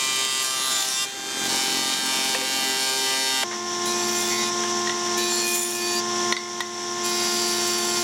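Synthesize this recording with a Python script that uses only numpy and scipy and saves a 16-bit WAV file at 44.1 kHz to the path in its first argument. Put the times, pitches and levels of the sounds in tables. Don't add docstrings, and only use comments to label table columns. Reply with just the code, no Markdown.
import sys
import numpy as np
from scipy import signal
from scipy.fft import rfft, irfft, next_fast_len
from scipy.io import wavfile
from scipy.ndimage import uniform_filter1d, minimum_filter1d, map_coordinates

SR = 44100
rng = np.random.default_rng(int(sys.argv[2]) if len(sys.argv) > 2 else 0)


def dump_mix(stems):
    frames = np.atleast_2d(stems).T
    limited = np.clip(frames, -1, 1)
    pcm = np.round(limited * 32767).astype(np.int16)
    wavfile.write(sys.argv[1], SR, pcm)


N = 354123
T = np.arange(N) / SR


def amp(db):
    return 10 ** (np.asarray(db) / 20)


def unit(x):
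    return x / np.sqrt(np.mean(x ** 2) + 1e-20)


def spectrum(points, hz):
    f, db = np.transpose(points)
    return amp(np.interp(np.log(hz + 1), np.log(f), db))


def colour(x, points):
    size = next_fast_len(len(x))
    gains = spectrum(points, np.fft.rfftfreq(size, 1 / SR))
    return irfft(rfft(x, size) * gains, size)[:len(x)]


def drift(t, rate):
    knots = np.arange(0, 9, 1 / rate)
    return np.interp(t, knots, unit(rng.standard_normal(len(knots))))


def smooth(x, length, axis):
    return uniform_filter1d(x, size=length, axis=axis)


def add(mix, s, sound):
    part = mix[max(round(s * SR), 0):][:len(sound)]
    part += sound[:len(part)]


def rotation(speed, waver=0.000418):
    turns_per_s = np.interp(T, *np.transpose(speed)) * (1 + waver * drift(T, 25))
    return np.cumsum(turns_per_s) / SR


def bites(turns, decay=0.36, shallow=0.4, rest=0.29):
    knife, phase = np.divmod(3 * (turns % 1), 1)
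    depth = np.where(knife == 0, 1, shallow)
    return rest + depth * np.exp(-phase / decay)


def knife_tone(turns, shape, sings, knife_db, wander_db, steady_turns, rough, size=2048, count=136):
    order, turns = np.arange(count), turns - np.floor(turns[0])
    hz = order * np.mean(np.diff(turns)) * SR
    level_db = knife_db * (order % 3 == 0) + 0.
    freedom = np.ones(count)
    for k, db in sings:
        level_db[round(k)] += db
        freedom[round(k)] = 1 / 2
    steady = max(round(steady_turns), 2)

    def wander():
        chance = rng.standard_normal((int(turns[-1]) + 2, count))
        return unit(smooth(smooth(chance, steady, 0), steady // 2, 0))

    swell, slip = wander(), wander()
    bitten_noise = rng.standard_normal(size) * bites(np.arange(size) / size)
    phase = np.angle(rfft(bitten_noise))[:count] + rough * slip * np.sqrt(order / count)
    lines = spectrum(shape, hz) * amp(level_db + wander_db * freedom * np.tanh(swell)) * (order > 0)
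    waves = irfft(lines * np.exp(1j * phase), size)
    waves /= waves.std(axis=1, keepdims=True)
    return map_coordinates(waves, [turns, turns % 1 * size], order=1, mode="grid-wrap")


CUT_RISE_S, CUT_FALL_S = .02, 0.024
BITE_S, BITE_TONE = .04, 0.53
DEEPEST_SHARE = 0.23


def cut(row, turns, shape, sings, chips, knife_db, wander_db, rough, grain_db, steady_turns=18, spray=0.49):
    start, end, tone_db, hiss_db, growth_db, bite_db, deepest_s, deepest_db = row
    contact = np.minimum((T - start) / CUT_RISE_S, (end - T) / CUT_FALL_S)
    contact = np.clip(contact + .5, 0, 1)
    on, out = contact > 0, np.zeros(N)
    t, turns = T[on], turns[on]
    along = np.clip((t - start) / (end - start), 0, 1)
    entry_db = bite_db * np.exp(-np.maximum(t - start, 0) / BITE_S)
    depth_db = deepest_db * np.exp(-((t - start - deepest_s) / (DEEPEST_SHARE * (end - start))) ** 2)
    howl = knife_tone(turns, shape, sings, knife_db, wander_db, steady_turns, rough)
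    puffs = rng.standard_normal(len(t)) * bites(turns, rest=spray)
    puffs *= amp(grain_db * np.tanh(drift(t, 1500)))
    tone = amp(tone_db + growth_db * along + BITE_TONE * entry_db) * howl
    hiss = amp(hiss_db + entry_db + depth_db) * unit(colour(puffs, chips))
    out[on] = tone + hiss
    return contact * out


def ragged(x, depth_db, patch_hz=190, patch_s=0.064, from_hz=6500):
    window, hop = 512, 128
    hz, _, z = signal.stft(x, SR, nperseg=window, noverlap=window - hop)
    bins, frames = max(round(patch_hz / hz[1]), 1), max(round(patch_s / (hop / SR)), 1)
    patches = rng.standard_normal(z.shape)
    for _ in range(2):
        patches = smooth(smooth(patches, bins, 0), frames, 1)
    treble = np.minimum(hz / from_hz, 1)[:, None] ** 2
    gain = amp(depth_db * treble * np.clip(unit(patches), -2, 2))
    gain /= np.sqrt(np.mean(gain ** 2, axis=1, keepdims=True))
    return signal.istft(z * gain, SR, nperseg=window, noverlap=window - hop)[1][:len(x)]


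# order [per turn], above_colour_db [dB]
FIRST_COLOUR = [(130, -16), (400, -5), (1100, -9.5), (2200, 0.5), (3400, -2), (4600, 0.5), (5600, -4.5),
                (7300, 0.5), (8700, -7.5), (10300, -9), (12500, -31), (15500, -25)]
FIRST_SINGS = [(7, 9), (8, 15), (9, 12), (15, 5), (20, 4), (23, 12), (24, 8), (25, 6), (28, 12), (35, 6),
               (38, 8), (57, 4), (62, 7), (63, 7), (70, 9)]
LOOSE_END_COLOUR = [(130, -17), (400, -9.5), (1100, 0.5), (2200, -6), (3400, 0.5), (4600, -2), (5600, 0.5),
                    (7300, -1.5), (8700, -7), (10300, -3.5), (12500, -16), (15500, -23)]
LOOSE_END_SINGS = [(12, 4), (15, 5), (23, 5), (28, 6), (31, 7), (35, 6), (58, 6)]
SECOND_COLOUR = [(130, -25.5), (400, -3), (1100, -4.5), (2200, -2), (3400, -1.5), (4600, -1.5),
                 (5600, -4.5), (7300, -7.5), (8700, -6.5), (10300, -14), (12500, -16.5), (15500, -33)]
ENTRY_SINGS = [(6, 7), (12, 7), (24, 8), (27, 5)]
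SECOND_SINGS = [(2, 12), (6, 5), (7, 11), (12, 3), (17, 7), (18, 1), (22, 6), (23, 12), (28, 11), (33, 6),
                (36, 3), (39, 2), (42, 8), (53, 8), (54, 5), (77, 9), (83, 12), (84, 7), (95, 10)]
# [dB per Hz, relative]
PLANER_CHIPS = [(300, -21), (900, -1), (1500, -22), (2200, -4.5), (3500, 3), (4500, 1.5), (5400, -1.5),
                (6700, 4.5), (8500, -2.5), (10500, -3), (12500, -8), (15500, -15)]
# start_s [s], end_s [s]
PLANER_SPANS = [(-.6, .437), (.437, 1.052), (1.052, 1.48), (1.48, 3.5)]
PLANER_CUTS = [(-19, -24.5, 3, 0, 1.0, 2), (-19.5, -27, 2.5, 7, 0.4, 7.5), (-27.5, -37, 4, 9, .44, 11),
               (-20.5, -25.5, 6, -4, 1.4, 1.8)]


def planer_cuts(turns):
    held, loose, entering, drawn = (span + row for span, row in zip(PLANER_SPANS, PLANER_CUTS))
    first = cut(held, turns, FIRST_COLOUR, FIRST_SINGS, PLANER_CHIPS,
                knife_db=6.0, wander_db=4.0, rough=0.46, grain_db=7, spray=0.29)
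    end = cut(loose, turns, LOOSE_END_COLOUR, LOOSE_END_SINGS, PLANER_CHIPS,
              knife_db=5.0, wander_db=7, rough=0.45, grain_db=7, spray=.25)
    second = sum(cut(row, turns, SECOND_COLOUR, sings, PLANER_CHIPS,
                     knife_db=7.0, wander_db=5.5, rough=0.47, grain_db=5.0)
                 for row, sings in ((entering, ENTRY_SINGS), (drawn, SECOND_SINGS)))
    return first + ragged(end, depth_db=2.5) + second


# hz [Hz], level_db [dB]; order [per turn], above_colour_db [dB]
QUICK_EDGE_COLOUR = [(130, -15), (400, 2), (1100, -17), (2200, -0.5), (3400, -6), (4600, 4.5), (5600, -12),
                     (7300, 5), (8700, -24), (10300, -1.5), (12500, -17), (15500, -24)]
QUICK_EDGE_SINGS = [(2, 12), (12, 8), (15, 9), (21, 9), (30, 8), (33, 3), (36, 2), (51, 7), (77, 7),
                    (83, 7)]
SLOW_EDGE_COLOUR = [(130, -21), (400, -8), (1100, -25), (2200, -6), (3400, -4.5), (4600, 0), (5600, -11.5),
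                    (7300, -6.5), (8700, -15), (10300, -4.5), (12500, -20), (15500, -34)]
SLOW_EDGE_SINGS = [(2, 9), (9, 11), (12, 14), (13, 11), (21, 7), (26, 7), (40, 6), (43, 11), (46, 9),
                   (50, 10), (62, 13), (63, 10)]
# [dB per Hz, relative]
JOINTER_CHIPS = [(300, -30), (900, -19), (1500, -22), (2200, -10), (3500, -10), (4500, -10), (5400, -6),
                 (6700, 3.5), (8500, -1), (10500, 0.5), (12500, -5), (15500, -8)]
# start_s [s], end_s [s]
JOINTER_SPANS = [(3.858, 4.498), (5.175, 6.0), (7.04, 8.9)]
# tone_db [dB], hiss_db [dB], tone_growth_db [dB],
# first_bite_db [dB], deepest_after_s [s], extra_hiss_there_db [dB]
JOINTER_CUTS = [(-31.5, -39, 9.4, 15, .35, 11), (-23.5, -30.5, 1, 8, .42, 12.5), (-24, -30, .5, 3, .6, 0.5)]


def jointer_cuts(turns):
    *quick_passes, slow_pass = (span + row for span, row in zip(JOINTER_SPANS, JOINTER_CUTS))
    quick = sum(cut(row, turns, QUICK_EDGE_COLOUR, QUICK_EDGE_SINGS, JOINTER_CHIPS, knife_db=6.0,
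                    wander_db=9.0, rough=1.0, grain_db=8.5, steady_turns=10.3, spray=.7)
                for row in quick_passes)
    slow = cut(slow_pass, turns, SLOW_EDGE_COLOUR, SLOW_EDGE_SINGS, JOINTER_CHIPS,
               knife_db=3.0, wander_db=6.0, rough=0.45, grain_db=12, spray=0.61)
    return ragged(quick, depth_db=4.5) + ragged(slow, depth_db=2.5)


PLANER_SQUEALS = [(-.1, .25, 2376, 60, -26), (.2, .47, 4752, 60, -24), (.4, .57, 7500, 121, -31),
                  (.38, .89, 1188, 50, -30), (.68, .92, 3550, 50, -24), (.69, .86, 7120, 110, -23),
                  (.84, 1.05, 5590, 69.6, -28), (.92, 1.06, 3560, 70, -25.5), (.93, 1.06, 7600, 180, -25),
                  (.95, 1.06, 2775, 70, -24), (.97, 1.06, 3170, 70, -28), (.97, 1.06, 5020, 300, -25),
                  (1.0, 1.1, 2383, 60, -28), (1.6, 2.15, 3670, 60, -34.5), (1.8, 2.4, 2383, 60, -30.5),
                  (2.85, 3.6, 2251, 60, -29), (2.95, 3.6, 3707, 60, -30)]
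JOINTER_SQUEALS = [(3.85, 3.945, 3970, 280, -30), (4.14, 4.235, 7250, 190, -26), (4.2, 4.29, 3522, 70, -32),
                   (4.27, 4.48, 2064, 170, -26), (4.28, 4.38, 7260, 130, -33),
                   (4.35, 4.5, 3800, 190, -27.5), (5.175, 5.33, 3950, 70, -28),
                   (5.175, 5.36, 4550, 80, -29.5), (5.255, 5.47, 7210, 129, -23),
                   (5.27, 5.52, 4290, 100, -26), (5.41, 5.59, 2462, 70, -26.5),
                   (5.52, 5.63, 7100, 200, -24), (5.57, 5.7, 3550, 70, -26), (5.61, 5.69, 9500, 450, -21.5),
                   (5.69, 6.0, 2500, 100, -31), (5.78, 6.0, 4526, 120, -25.5),
                   (5.945, 6.012, 4700, 100, -21), (7.015, 7.11, 7300, 180, -30),
                   (7.04, 7.6, 4940, 220, -27.5), (7.0, 8.2, 4578, 60, -30), (7.38, 8.2, 7320, 110, -32.5)]
SQUEAL_EDGE, SQUEAL_ROUGH = .38, .18


def squeals(rows, turns, knife_db=5):
    out = np.zeros(N)
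    for start, end, hz, width_hz, db in rows:
        on = (T > start) & (T < end)
        t, turn = T[on], turns[on]
        speed, along = np.mean(np.diff(turn)) * SR, (t - start) / (end - start)
        orders = round(hz / speed) + np.arange(-5, 6)
        lifts = np.exp(-((orders * speed - hz) / width_hz) ** 2) * amp(knife_db * (orders % 3 == 0))
        tone = np.zeros(len(t))
        for k, lift in zip(orders, lifts):
            level = lift * (1 + SQUEAL_ROUGH * drift(t, 70))
            phase = 2 * np.pi * (k * turn + rng.random()) + SQUEAL_ROUGH * drift(t, 150)
            tone += level * np.sin(phase)
        swell = np.sin(np.pi / 2 * np.minimum(np.minimum(along, 1 - along) / SQUEAL_EDGE, 1))
        out[on] += amp(db) * swell * unit(tone)
    return out


# [Hz, low-pass]
JOLTS = [(2.348, -4, .98, .0005, 9000), (2.414, -13, .97, .0008, 9000), (3.432, -4.5, 1.2, 0.0013, 12000)]
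KNOCKS = [(3.512, -10, 1.08, .008, 2800), (3.528, -10, .96, .035, 2200), (4.636, -16.5, .86, 0.022, 5000),
          (4.872, -9.5, .97, .002, 4000), (4.895, -11, .98, .006, 6000), (6.324, -1.5, .99, 0.0037, 9000),
          (6.366, 0, 1.04, .0013, 7000), (6.605, -3.5, 0.98, 0.0055, 14000)]
# pitch_hz [Hz], level_db [dB, relative], t60_s [s]
FRAME_MODES = [(528, -5.5, 0.31), (690, 1.5, 0.022), (1130, 2.5, 0.018), (1895, 6, 0.019),
               (2720, -2.5, 0.1)]
BOARD_MODES = [(1045, -7.5, 0.054), (1440, -9, 0.038), (1967, 3, 0.08), (2050, -12.5, 0.43),
               (2650, 0.5, 0.01), (3420, -1, 0.049), (3710, 2, 0.044), (3880, -3, 0.036),
               (4310, -3.5, 0.088)]
# hz [Hz], level_db [dB]
CRACK_COLOUR = [(60, -60), (200, -10.0), (700, 1.0), (4000, 0.5), (9000, -8.0), (15000, -16)]


def knocks(rows, modes, crack_db=-2.0, room_db=-11, room_t60=0.4, detune=.018):
    out, t = np.zeros(N), np.arange(SR // 4) / SR
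    for s, db, pitch, contact, bright_hz in rows:
        ring = np.zeros(len(t))
        for hz, level, t60 in modes:
            for side in (-1, 1):
                mode_hz = hz * pitch * (1 + side * detune * rng.random())
                ring += amp(level - 60 * t / t60) * np.sin(2 * np.pi * mode_hz * t) / 2
        crack = colour(rng.standard_normal(len(t)) * np.exp(-t / contact), CRACK_COLOUR)
        hit = ring * (1 - np.exp(-t / 0.001)) * 0.45 + amp(crack_db) * crack * (1 - t / t[-1])
        hit = signal.lfilter(*signal.butter(2, min(bright_hz / SR, .45), fs=1), hit)
        room = rng.standard_normal(len(t)) * amp(-60 * t / room_t60)
        answer = signal.oaconvolve(hit, room / np.linalg.norm(room))[:len(t)]
        add(out, s, amp(db) * (hit + amp(room_db) * answer))
    return out


# start_s [s], level_db [dB], decay_s [s]
SPLINTERS = [(.425, -16.5, 0.008), (2.059, -23, .015), (5.55, -13, 0.022)]


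def splinters():
    out, t = np.zeros(N), np.arange(SR // 8) / SR
    for s, db, decay in SPLINTERS:
        burst = unit(colour(rng.standard_normal(len(t)), JOINTER_CHIPS))
        add(out, s, amp(db) * np.exp(-t / decay) * burst)
    return out


# order [per turn], level_db [dB rms], change_while_covered_db [dB]
SIREN = [(1, -46.5, 0), (3, -25.5, 0.5), (6, -32, 0), (8, -43, -3), (9, -26, -5), (12, -38, 0.5),
         (15, -36, -1), (16, -45.5, 1), (18, -41, -1)]
COVER_S = 0.21


def siren(turns):
    covered = sum(np.clip(np.minimum(T - start, end - T) / COVER_S, 0, 1) for start, end in JOINTER_SPANS)
    out = np.zeros(N)
    for k, db, cover_db in SIREN:
        level = amp(db + cover_db * covered + 0.41 * drift(T, 7))
        out += level * np.sin(2 * np.pi * (round(k) * turns + rng.random()))
    return np.sqrt(2) * out


# pitch_hz [Hz], level_db [dB rms]
DRIVE = [(220.7, -33.5), (441.4, -40), (781, -43), (882.9, -42)]


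def drive():
    out = np.zeros(N)
    for hz, db in DRIVE:
        level = amp(db + 0.71 * drift(T, 14))
        out += level * np.sin(2 * np.pi * hz * T + 0.23 * drift(T, 12))
    return np.sqrt(2) * out


# time_s [s], level_db [dB]
FEED_LOAD = [(0, -41), (.6, -43), (1.1, -43), (1.5, -31.5), (2.1, -33), (2.5, -32), (3.44, -41)]
# [dB, relative]
FEED_COLOUR = [(45, -43), (90, -17.5), (180, -7), (230, 2.5), (320, 2), (450, -12), (1000, -8), (3000, -60)]


def feed(jitter=0.0062):
    rate_hz = 45.2 * (1 + jitter * drift(T, 39.96))
    teeth = np.diff(np.floor(np.cumsum(rate_hz) / SR), prepend=0)
    rattle = colour(teeth * amp(2.3 * drift(T, 60)), FEED_COLOUR)
    return amp(np.interp(T, *np.transpose(FEED_LOAD))) * unit(rattle)


# [dB per Hz, relative]
PLANER_AIR = [(40, -41), (80, -27), (110, -13), (200, -8.5), (350, -4.5), (600, -13), (1500, -8.5),
              (3500, -13.5), (5200, -11), (6400, -4.5), (8000, -10), (10500, -41), (15500, -43)]
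JOINTER_AIR = [(70, -29.5), (200, -8), (550, -15), (850, -8.5), (1400, -13.5), (2600, -14), (3500, -7.5),
               (4200, -14), (4900, -12), (5600, 0.5), (6200, -5.5), (8000, -16), (10000, -26.5),
               (15500, -39.5)]


def air(turns, shape, db, throb):
    passing = 1 + throb * np.cos(2 * np.pi * 3 * turns)
    rush = rng.standard_normal(N) * passing * amp(0.79 * drift(T, 30))
    return amp(db) * unit(colour(rush, shape))


# time_s [s], speed [turns per s]
PLANER_SPEED = [(0, 132.0), (.69, 132.0), (.91, 130.6), (1.02, 132.4), (3.3, 132.4), (3.44, 132.2)]


def planer():
    turns = rotation(PLANER_SPEED)
    wood = planer_cuts(turns) + squeals(PLANER_SQUEALS, turns) + knocks(JOLTS, FRAME_MODES)
    return wood + feed() + air(turns, PLANER_AIR, db=-27.5, throb=0.12)


# time_s [s], speed [turns per s]
JOINTER_SPEED = [(3.44, 117.4), (5.15, 117.4), (5.5, 117.1), (5.95, 117.25), (6.2, 117.45), (7.05, 117.45),
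                 (7.5, 117.3), (8.03, 117.25)]


def jointer():
    turns = rotation(JOINTER_SPEED)
    wood = jointer_cuts(turns) + squeals(JOINTER_SQUEALS, turns) + knocks(KNOCKS, BOARD_MODES)
    return wood + siren(turns) + drive() + air(turns, JOINTER_AIR, db=-22, throb=0.33)


# hz [Hz], side_against_mid_db [dB]
WIDTH = [(40, -27), (170, -61), (350, -37), (700, -21.5), (1300, -41.5), (2800, -48), (5600, -18.5),
         (10000, -10), (14000, -1.5)]
MOVE_S = 3.44


def scene(side_db=0, size=4096):
    moved = np.clip((T - MOVE_S) / 0.0069 + .5, 0, 1)
    mid = (1 - moved) * planer() + moved * jointer() + splinters()
    scatter = rng.standard_normal(size) * np.exp(-np.arange(size) / SR / .02)
    reflections = signal.oaconvolve(mid, scatter / np.linalg.norm(scatter))[:N]
    side = amp(side_db) * colour(reflections, WIDTH)
    return np.array([mid + side, mid - side])


EDGE_HZ = 15900


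def record(dry, ceiling_db=-21.5, sense_s=0.0035, attack_s=0.011, hold_s=0.094, recovery_db=18):
    power = uniform_filter1d((dry ** 2).mean(0), max(round(sense_s * SR), 1))
    power_db = 10 * np.log10(abs(power) + 1e-12)
    hold = max(round(hold_s * SR), 2)
    over_db = np.maximum(power_db - ceiling_db, 0)
    over_db = -minimum_filter1d(-over_db, hold, origin=(hold - 1) // 2)
    duck_db = np.maximum.accumulate(over_db + recovery_db * T) - recovery_db * T
    lag = np.exp(-1 / (attack_s * SR))
    duck_db = duck_db[0] + signal.lfilter([1 - lag], [1, -lag], duck_db - duck_db[0])
    low_pass = signal.firwin(511, EDGE_HZ, window=("kaiser", 9), fs=SR)
    return signal.oaconvolve(dry * amp(-duck_db), low_pass[None], "same")


dry = scene()
out = record(dry)
dump_mix(out)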